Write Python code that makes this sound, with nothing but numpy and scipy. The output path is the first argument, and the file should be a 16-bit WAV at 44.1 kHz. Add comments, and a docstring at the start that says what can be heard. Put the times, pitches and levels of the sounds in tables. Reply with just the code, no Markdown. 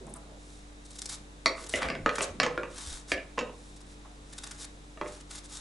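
"""Cutting zucchini over a bowl

After a faint hiss of handling, a knife rasps through wet, peeled flesh in long draws and slips.
The flesh snaps through; chunks tumble into a plastic bowl, which rings.
Steel squeaks, hands rustle and bump. An appliance hums in the small kitchen."""
import sys
import numpy as np
from scipy import signal
from scipy.fft import rfft, irfft
from scipy.io import wavfile

SR = 44100
rng = np.random.default_rng(int(sys.argv[2]) if len(sys.argv) > 2 else 0)


def persist_wave(psi):
    """Save psi, clipped to +-1, as 16-bit WAV."""
    counts = np.round(np.clip(psi, -1, 1) * 32767).astype(np.int16)
    wavfile.write(sys.argv[1], SR, np.atleast_2d(counts).T)


N = 247309
TIME_S = np.arange(N) / SR
RING_S = TIME_S[:SR // 2]
ATTACK_SAMPLES, EARLY_SAMPLES = int(.008 * SR), int(.03 * SR)

# appliance hum (frequency [Hz], level [dB])
HUM_LINES = [(48.4, -51.5), (145.3, -64.5), (199.2, -66), (247.6, -70.5), (296.1, -59.5), (344.5, -78),
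             (441.4, -70.5)]
# room air (frequency [Hz], relative density [dB])
AIR_SPECTRUM = [(20, 0.5), (45, -13), (80, 1), (120, -5), (250, -7), (450, -8.5), (800, -13.5),
                (1500, -19.5), (3200, -22), (3750, -17), (4300, -22.5), (7500, -22.5), (11000, -29)]
# stereo width of the air (frequency [Hz], side re mid [dB])
AIR_SIDE = [(60, -21), (110, -10), (190, -6.5), (350, -5.5), (620, -1.5), (1120, 2.5), (2010, 3),
            (3600, -3), (6460, -4.5), (11600, -2.5)]
# hands and knife brush cloth and skin (time [s], nominal length [s], centre [Hz], relative level [dB])
BRUSHES = [(0.0, 0.039, 322, -49), (0.0, 0.19, 200, -48.5), (0.062, 0.035, 730, -49),
           (0.145, 0.043, 910, -49.5), (0.176, 0.27, 610, -61), (1.61, 0.04, 310, -46.5),
           (1.805, 0.27, 197.5, -42.5), (2.195, 0.056, 503, -39), (2.271, 0.2, 200, -46),
           (2.402, 0.071, 201, -40.5), (4.041, 0.04, 900, -53)]
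# steel squeaks (time [s], nominal length [s], end pitch [Hz], level [dB])
STEEL_SQUEAKS = [(0.065, 0.0045, 7300, -54), (0.085, 0.023, 9100, -61), (0.138, 0.0024, 9000, -38.5),
                 (0.155, 0.016, 8840, -53), (1.687, 0.0093, 7840, -42), (2.213, 0.018, 6280, -34.5)]
# first row: faint, soft hiss of handling or a sleeve before the cutting; other rows: blade draws
# (time [s], length [s], relative hiss [dB], rasp re hiss [dB])
RUBS = [(0.35, .32, -59, -20), (0.83, 0.41, -53.5, -18), (1.089, 0.079, -40, -15),
        (1.549, 0.13, -46.5, -10), (1.701, 0.1, -38.5, -13.5), (1.737, 0.17, -51, 10), (2.1, 0.21, -47, -6),
        (2.21, 0.042, -36.5, -6.5), (2.679, 0.18, -52, -4), (2.738, 0.3, -42.5, -12),
        (3.07, 0.089, -42.5, -9.5), (3.497, 0.31, -60, -22), (3.848, 0.12, -59, -11),
        (4.23, .46, -54, -8.5), (4.576, 0.085, -43, -15.5), (5.026, 0.2, -53, -8),
        (5.287, 0.13, -44.5, -10.5), (5.43, 0.047, -49.5, -15), (5.48, 0.14, -43, -13)]
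# speed over a rub (position [0-1], speed [0-1])
RUB_SPEED = [(0, 0), (.18, 0.5), (.62, 1), (1, 0)]
# blade sticks and jumps (time [s], relative hiss [dB])
BLADE_SLIPS = [(.847, -54), (0.901, -53.5), (.949, -50.5), (0.983, -41.5), (1.015, -39), (1.054, -37),
               (1.089, -39.5), (1.662, -41.5), (1.691, -39), (1.814, -48.5), (2.153, -37.5), (2.18, -41),
               (3.757, -55), (3.801, -53), (4.323, -48), (4.378, -41.5), (4.433, -39.5), (4.463, -43.5),
               (4.508, -40), (4.641, -42.5), (5.072, -49.5), (5.199, -50.5), (5.305, -43.5)]
# bright friction (frequency [Hz], gain [dB])
HISS_SPECTRUM = [(1000, -13), (2900, -11), (3700, 2), (4400, -1.5), (5300, 1.5), (7800, 1.5), (9500, -1),
                 (11500, -5)]
# midrange friction (frequency [Hz], gain [dB])
RASP_SPECTRUM = [(300, -51), (700, -2.5), (1150, 3.5), (1700, 3), (2400, -3.5), (3500, -0.5), (6000, -62)]
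# blade breaks through (time [s], knock [Hz], force [dB], sharpness [dB])
BREAKS = [(1.459, 1146, .5, 5.5), (1.58, 1173, -26.5, -1.5), (1.738, 980, -2.5, -39), (1.821, 1350, -13, 1),
          (1.83, 1150, -10, 0), (1.853, 1310, -15, -3), (1.886, 1580, -12, 0), (1.901, 1140, -9, -1.5),
          (1.952, 1500, -17.5, -3), (2.4, 1124, -1.5, 3.5), (3.118, 1674, -1, -4.5),
          (3.178, 1550, -19, -13), (4.974, 1210, -26.5, -9)]
# snap's thud, knock, tock, crack (base [dB], force slope [dB/dB], sharpness slope [dB/dB])
SNAP_MIX = [(-30, .85, -0.06), (-29.5, 0.52, .95), (-23, 1.06, 0), (-28, 1.3, 1.19)]
# damped thud of the flesh (frequency [Hz], weight [dB], t60 [s])
FLESH_MODES = [(218, -12, 0.073), (287, -7.5, 0.059), (376, 0.5, 0.011), (487, -13.5, 0.08),
               (523, -10.5, 0.075), (664, -6.5, 0.041)]
# higher tock of the firm vegetable (frequency [Hz], weight [dB], t60 [s])
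TOCK_MODES = [(1817, -3, 0.012), (2022, -6.5, 0.019), (2246, -4, 0.016), (2650, 5, 0.0024)]
# blade, damped by flesh (frequency [Hz], weight [dB], t60 [s])
BLADE_MODES = [(2940, -21, 0.024), (4380, 19.5, 0.0087), (5320, 3, 0.022), (5670, -37, 0.031),
               (5705, 9.5, 0.054)]
# fracture (frequency [Hz], gain [dB])
CRACK_SPECTRUM = [(1200, -68), (2600, -56), (3200, 1), (3700, 3), (4800, 11.5), (6000, -1.5), (7500, -5),
                  (9500, -12.5), (11500, -17)]
# arms and table bump (time [s], pitch [Hz], relative level [dB])
ARM_BUMPS = [(1.751, 80, -48), (1.847, 62, -41), (1.999, 97, -45), (2.031, 35.3, -40.5),
             (2.289, 78.2, -46.5), (2.87, 63, -40.5), (2.918, 30.4, -43), (3.129, 69, -47)]
# chunks land and bounce (time [s], knock [Hz], force [dB], sharpness [dB])
LANDINGS = [(2.061, 1257, -0.5, -10), (2.092, 1294, -12, 4), (2.183, 1360, -12, 2),
            (2.2077, 1126, -13.5, 7), (2.432, 1280, -8, 8), (2.436, 1310, -10.5, 3), (2.464, 1080, -9, 1.5),
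            (2.577, 1394, -9.5, -15), (2.633, 1185, -17.5, -6.5), (3.376, 1040, -23, -11),
            (3.38, 1077, -8.5, -2.5), (3.39, 1000, -22.5, 15), (3.411, 254, -16, -12),
            (3.495, 960, -29, -21), (5.013, 1120, -13, -10), (5.06, 1090, -24, -10)]
# landing's thud, knock, tock, slap (base [dB], force slope [dB/dB], sharpness slope [dB/dB])
LANDING_MIX = [(-25.5, 0.76, -0.1), (-20, 1.02, 0), (-28.5, 0.68, 0.48), (-33, 0.65, 0.97)]
# bowl bottom thuds on the board (frequency [Hz], weight [dB], t60 [s])
BOTTOM_MODES = [(176, -6, 0.072), (260.7, -3, 0.11), (335, 4, 0.064), (395, 7, 0.016), (485, 5, 0.045),
                (602, 0, 0.049)]
# long ring of the bowl (frequency [Hz], weight [dB], t60 [s])
BOWL_MODES = [(256, -7, .7), (427, 0, .3), (482, -6, .3), (518, -3, .35), (551, -6, .3), (598, -5, .35),
              (845, -7, .22), (971, -5, .29), (1103, -4, .33), (1254, 0, .22), (1521, -9, .3),
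              (1682, -11, .25)]
# wet slap (frequency [Hz], gain [dB])
SLAP_SPECTRUM = [(700, -8), (1500, -9.5), (2800, 2.5), (4000, -6.5), (5500, -5), (7500, -11.5), (9500, -24),
                 (11500, -28)]
# window and wall reflections (nominal delay [s], gain [dB])
WALL_ECHOES = [(.0075, -13), (0.0169, -20.5), (0.0197, -16.5)]
# reverb decay (frequency [Hz], t60 [s])
ROOM_DECAY = [(150, 0.65), (400, 0.2473), (1000, 0.45), (2800, 0.3), (7500, 0.32)]
# reverb colour (frequency [Hz], gain [dB])
ROOM_SPECTRUM = [(100, -3), (250, -4), (500, 9.5), (1000, -4.5), (2200, -1.5), (5000, -9), (11000, -14)]


def undb(db):
    """Decibels to gain."""
    return 10 ** (np.asarray(db) / 20)


def unit(x, samples=None):
    """Scale to rms 1 over the first samples."""
    return x / np.sqrt(np.mean(x[:samples] ** 2) + 1e-20)


def lookup(points, hz):
    """Interpolate over log frequency."""
    points_hz, values = np.transpose(points)
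    return np.interp(np.log(np.maximum(hz, 1)), np.log(points_hz), values)


def colour(x, spectrum, taps=4096):
    """Minimum-phase filter from a spectrum, via the cepstrum."""
    gain = undb(lookup(spectrum, np.fft.rfftfreq(taps, 1 / SR)))
    cepstrum = irfft(np.log(gain))
    cepstrum[1:taps // 2] *= 2
    cepstrum[taps // 2 + 1:] = 0
    return signal.fftconvolve(x, irfft(np.exp(rfft(cepstrum))))[:len(x)]


def band(x, low_hz, high_hz, order=2):
    """Band-pass."""
    sos = signal.butter(order, [low_hz, min(high_hz, SR / 2 - 1)], "band", fs=SR, output="sos")
    return signal.sosfilt(sos, x)


def add(out, time_s, x):
    """Mix x into out at time_s."""
    start = max(int(time_s * SR), 0)
    out[start:start + len(x)] += x[:max(N - start, 0)]


def fade(t60_s):
    """Exponential decay."""
    return np.exp(-np.log(1000) * RING_S / t60_s)


def mode(hz, t60_s):
    """One struck resonance."""
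    return np.sin(2 * np.pi * hz * RING_S) * fade(t60_s)


def ringing(modes, scatter_db=1.0):
    """Struck modes; each blow lands elsewhere and weights them differently."""
    offsets_db = scatter_db * rng.standard_normal(len(modes))
    ring = sum((-1) ** k * undb(db + offsets_db[k]) * mode(hz, t60_s)
               for k, (hz, db, t60_s) in enumerate(modes))
    return unit(ring, ATTACK_SAMPLES)


def swell(length_s):
    """Envelope of a short rub, rms 1."""
    return unit(signal.windows.tukey(int(length_s * SR), .7))


def appliance_hum(waver_rad=0.056):
    """Motor lines, wavering slightly in phase."""
    hum = np.zeros(N)
    for hz, db in HUM_LINES:
        drift = np.interp(TIME_S, np.linspace(0, TIME_S[-1], 20), rng.standard_normal(20))
        phase_rad = 2 * np.pi * (hz * TIME_S + rng.random()) + waver_rad * drift * np.sqrt(hz / 50)
        hum += np.sqrt(2) * undb(db) * np.sin(phase_rad)
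    return hum


def room_air(mid_db=-55):
    """Steady noise, narrow in the bass, diffuse in the mids."""
    mid, side = (unit(colour(rng.standard_normal(N), AIR_SPECTRUM)) for _ in range(2))
    return undb(mid_db) * (mid + colour(side, AIR_SIDE) * np.array([[1], [-1]]))


def rustles(gain_db=-4.5):
    """Skin, cloth and handle brush softly."""
    out = np.zeros(N)
    for time_s, length_s, hz, db in BRUSHES:
        envelope = swell(0.92 * length_s)
        friction = unit(band(rng.standard_normal(len(envelope)), hz / 1.52, hz * 1.394))
        add(out, time_s, undb(db + gain_db) * envelope * friction)
    return out


def squeaks(start_hz=9680, chatter_hz=1200):
    """Steel chatters at a high, unsteady pitch that falls as the blade slows."""
    out = np.zeros(N)
    for time_s, length_s, end_hz, db in STEEL_SQUEAKS:
        envelope = swell(1.4 * length_s)
        phase_rad = 2 * np.pi * np.cumsum(np.linspace(start_hz, end_hz, len(envelope))) / SR
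        chatter = band(rng.standard_normal(len(envelope)), 15, chatter_hz)
        add(out, time_s, undb(db) * envelope * unit(chatter * np.sin(phase_rad)))
    return out


def grainy_friction(spectrum, grain_samples=16, spread_db=3, pops_per_s=120, pop_db=14):
    """Dense, uneven clicks with scattered larger pops; during cuts, plant cells bursting."""
    grains = undb(spread_db * rng.standard_normal(N // grain_samples + 1))
    strength = unit(np.repeat(grains, grain_samples)[:N])
    pops = (rng.random(N) < pops_per_s / SR) * undb(pop_db)
    return unit(colour(rng.standard_normal(N) * (strength + pops), spectrum))


def handling_and_slicing(rub_db=0.5, judder_db=1.62, slip_db=-2.5,
                         firm_s=.01485, firm_db=-40, doubling_db=20.5):
    """Soft handling hiss, then blade draws and slips; speed scales the friction, rubs judder."""
    hiss, rasp = np.zeros((2, N))
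    for time_s, length_s, db, rasp_db in RUBS:
        speed = np.interp(np.linspace(0, 1, int(length_s * SR)), *np.transpose(RUB_SPEED))
        add(hiss, time_s, speed * undb(db))
        add(rasp, time_s, speed * undb(db + rasp_db))
    judder = undb(rub_db + judder_db * unit(band(rng.standard_normal(N), 13, 84)))
    hiss, rasp = hiss * judder, rasp * judder
    starts_s, lengths_s, _, rasps_db = np.transpose(RUBS)
    for time_s, db in BLADE_SLIPS:
        length_s = firm_s * 2 ** ((firm_db - db) / doubling_db)  # gentle slips drag
        push = swell(length_s) * undb(db + slip_db)
        rasp_db = np.interp(time_s, starts_s + lengths_s / 2, rasps_db)  # follows nearby rubs
        add(hiss, time_s, push)
        add(rasp, time_s, push * undb(rasp_db))
    return hiss * grainy_friction(HISS_SPECTRUM) + rasp * grainy_friction(RASP_SPECTRUM)


def burst(spectrum, t60_s, linger_db, linger_t60_s):
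    """Sharp rupture, then weaker crumbling."""
    envelope = fade(t60_s) + undb(linger_db) * fade(linger_t60_s)
    return unit(colour(rng.standard_normal(len(envelope)) * envelope, spectrum), ATTACK_SAMPLES)


def reflected(parts, clutter_db=-5, clutter_t60_s=0.18):
    """Walls and table clutter echo a blow, by new paths each time; early rms 1 per part."""
    paths = rng.standard_normal(SR // 5) * fade(clutter_t60_s)[:SR // 5]
    paths *= undb(clutter_db) / np.linalg.norm(paths)
    paths[0] += 1  # direct sound
    for delay_s, db in WALL_ECHOES:
        paths[int(delay_s * SR * rng.uniform(.9, 1.1))] += undb(db)
    echoed = signal.fftconvolve(parts, [paths], axes=1)[:, :len(RING_S)]
    return np.array([unit(part, EARLY_SAMPLES) for part in echoed])


def blow(thud_modes, knock_hz, crack, levels_db, knock_t60_s=0.021, grit_db=-3, grit_t60_s=0.011):
    """Dull thud, hollow knock, woody tock and crack, with grit from crushed cells."""
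    grit = [band(rng.standard_normal(len(RING_S)) * fade(grit_t60_s), *edges_hz)
            for edges_hz in [(230, 720), (750, 1690), (1800, 2660)]]
    low, middle, high = (unit(part, ATTACK_SAMPLES) * undb(grit_db) for part in grit)
    thud = low + ringing(thud_modes)
    knock = middle - unit(mode(knock_hz, knock_t60_s), ATTACK_SAMPLES)
    tock = high + ringing(TOCK_MODES)
    return undb(levels_db) @ reflected([thud, knock, tock, crack])


def snaps(gain_db=-5, blade_db=-6):
    """Flesh cracks and knocks against the blade; the steel pings."""
    out = np.zeros(N)
    for time_s, knock_hz, force_db, sharpness_db in BREAKS:
        levels_db = np.array(SNAP_MIX) @ [1, force_db, sharpness_db]
        crack = burst(CRACK_SPECTRUM, t60_s=.012, linger_db=-47, linger_t60_s=0.038)
        ping = undb(blade_db) * ringing(BLADE_MODES)
        add(out, time_s, blow(FLESH_MODES, knock_hz, crack + ping, levels_db))
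    return undb(gain_db) * out


def bumps(gain_db=12.5, t60_s=0.17, rise_s=0.013):
    """Soft, heavy contacts of arms and table swing for a few cycles."""
    out = np.zeros(N)
    onset = 1 - np.exp(-RING_S / rise_s)
    for time_s, hz, db in ARM_BUMPS:
        add(out, time_s, undb(db + gain_db) * mode(hz, t60_s) * onset)
    return out


def landings(gain_db=-5, bowl_db=-11):
    """Wet chunks slap the plastic; harder hits ring the bowl louder."""
    out = np.zeros(N)
    for time_s, knock_hz, force_db, sharpness_db in LANDINGS:
        levels_db = np.array(LANDING_MIX) @ [1, force_db, sharpness_db]
        slap = burst(SLAP_SPECTRUM, t60_s=0.018, linger_db=-15, linger_t60_s=0.054)
        bowl = undb(np.mean(levels_db[:2]) + bowl_db) * ringing(BOWL_MODES)  # follows thud and knock
        add(out, time_s, blow(BOTTOM_MODES, knock_hz, slap, levels_db) + bowl)
    return undb(gain_db) * out


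def room_response(rise_s=0.0012):
    """Diffuse tail in octave bands; builds fast, lows last longest."""
    tail = 0
    for hz in 125 * 2 ** np.arange(8):
        noise = band(rng.standard_normal(len(RING_S)), hz / np.sqrt(2), hz * np.sqrt(2), order=3)
        tail += noise * fade(lookup(ROOM_DECAY, hz))
    onset = 1 - np.exp(-(RING_S / rise_s) ** 2)
    return colour(tail * onset, ROOM_SPECTRUM)


def kitchen(x, wet_db, side_db, pan_db):
    """Direct sound plus stereo reverb, narrowest in the bass; positive pan is left."""
    mid = signal.oaconvolve(x, room_response())[:N] * undb(wet_db)
    side_response = colour(room_response(), [(250, -11), (800, -0.5)])
    side = signal.oaconvolve(x, side_response)[:N] * undb(wet_db + side_db)
    left_right = np.array([[1], [-1]])
    return (x + mid + side * left_right) * undb(left_right * pan_db / 2)


def scene():
    """Knife, chunks and hands over hum and air, in stereo."""
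    hands = kitchen(rustles(), wet_db=-30, side_db=-5, pan_db=-0.8)
    friction = kitchen(squeaks() + handling_and_slicing(), wet_db=-32, side_db=-0.5, pan_db=0.8)
    cuts = kitchen(snaps(), wet_db=-33.5, side_db=-7, pan_db=-1.1)
    chunks = kitchen(landings(), wet_db=-35, side_db=-8, pan_db=-1.5)
    return appliance_hum() + room_air() + hands + friction + cuts + bumps() + chunks


def record(dry):
    """Steep low-pass."""
    cutoff_hz = 11060
    return signal.sosfilt(signal.ellip(10, .2, 70, cutoff_hz, fs=SR, output="sos"), dry)


dry = scene()
out = record(dry)
persist_wave(out)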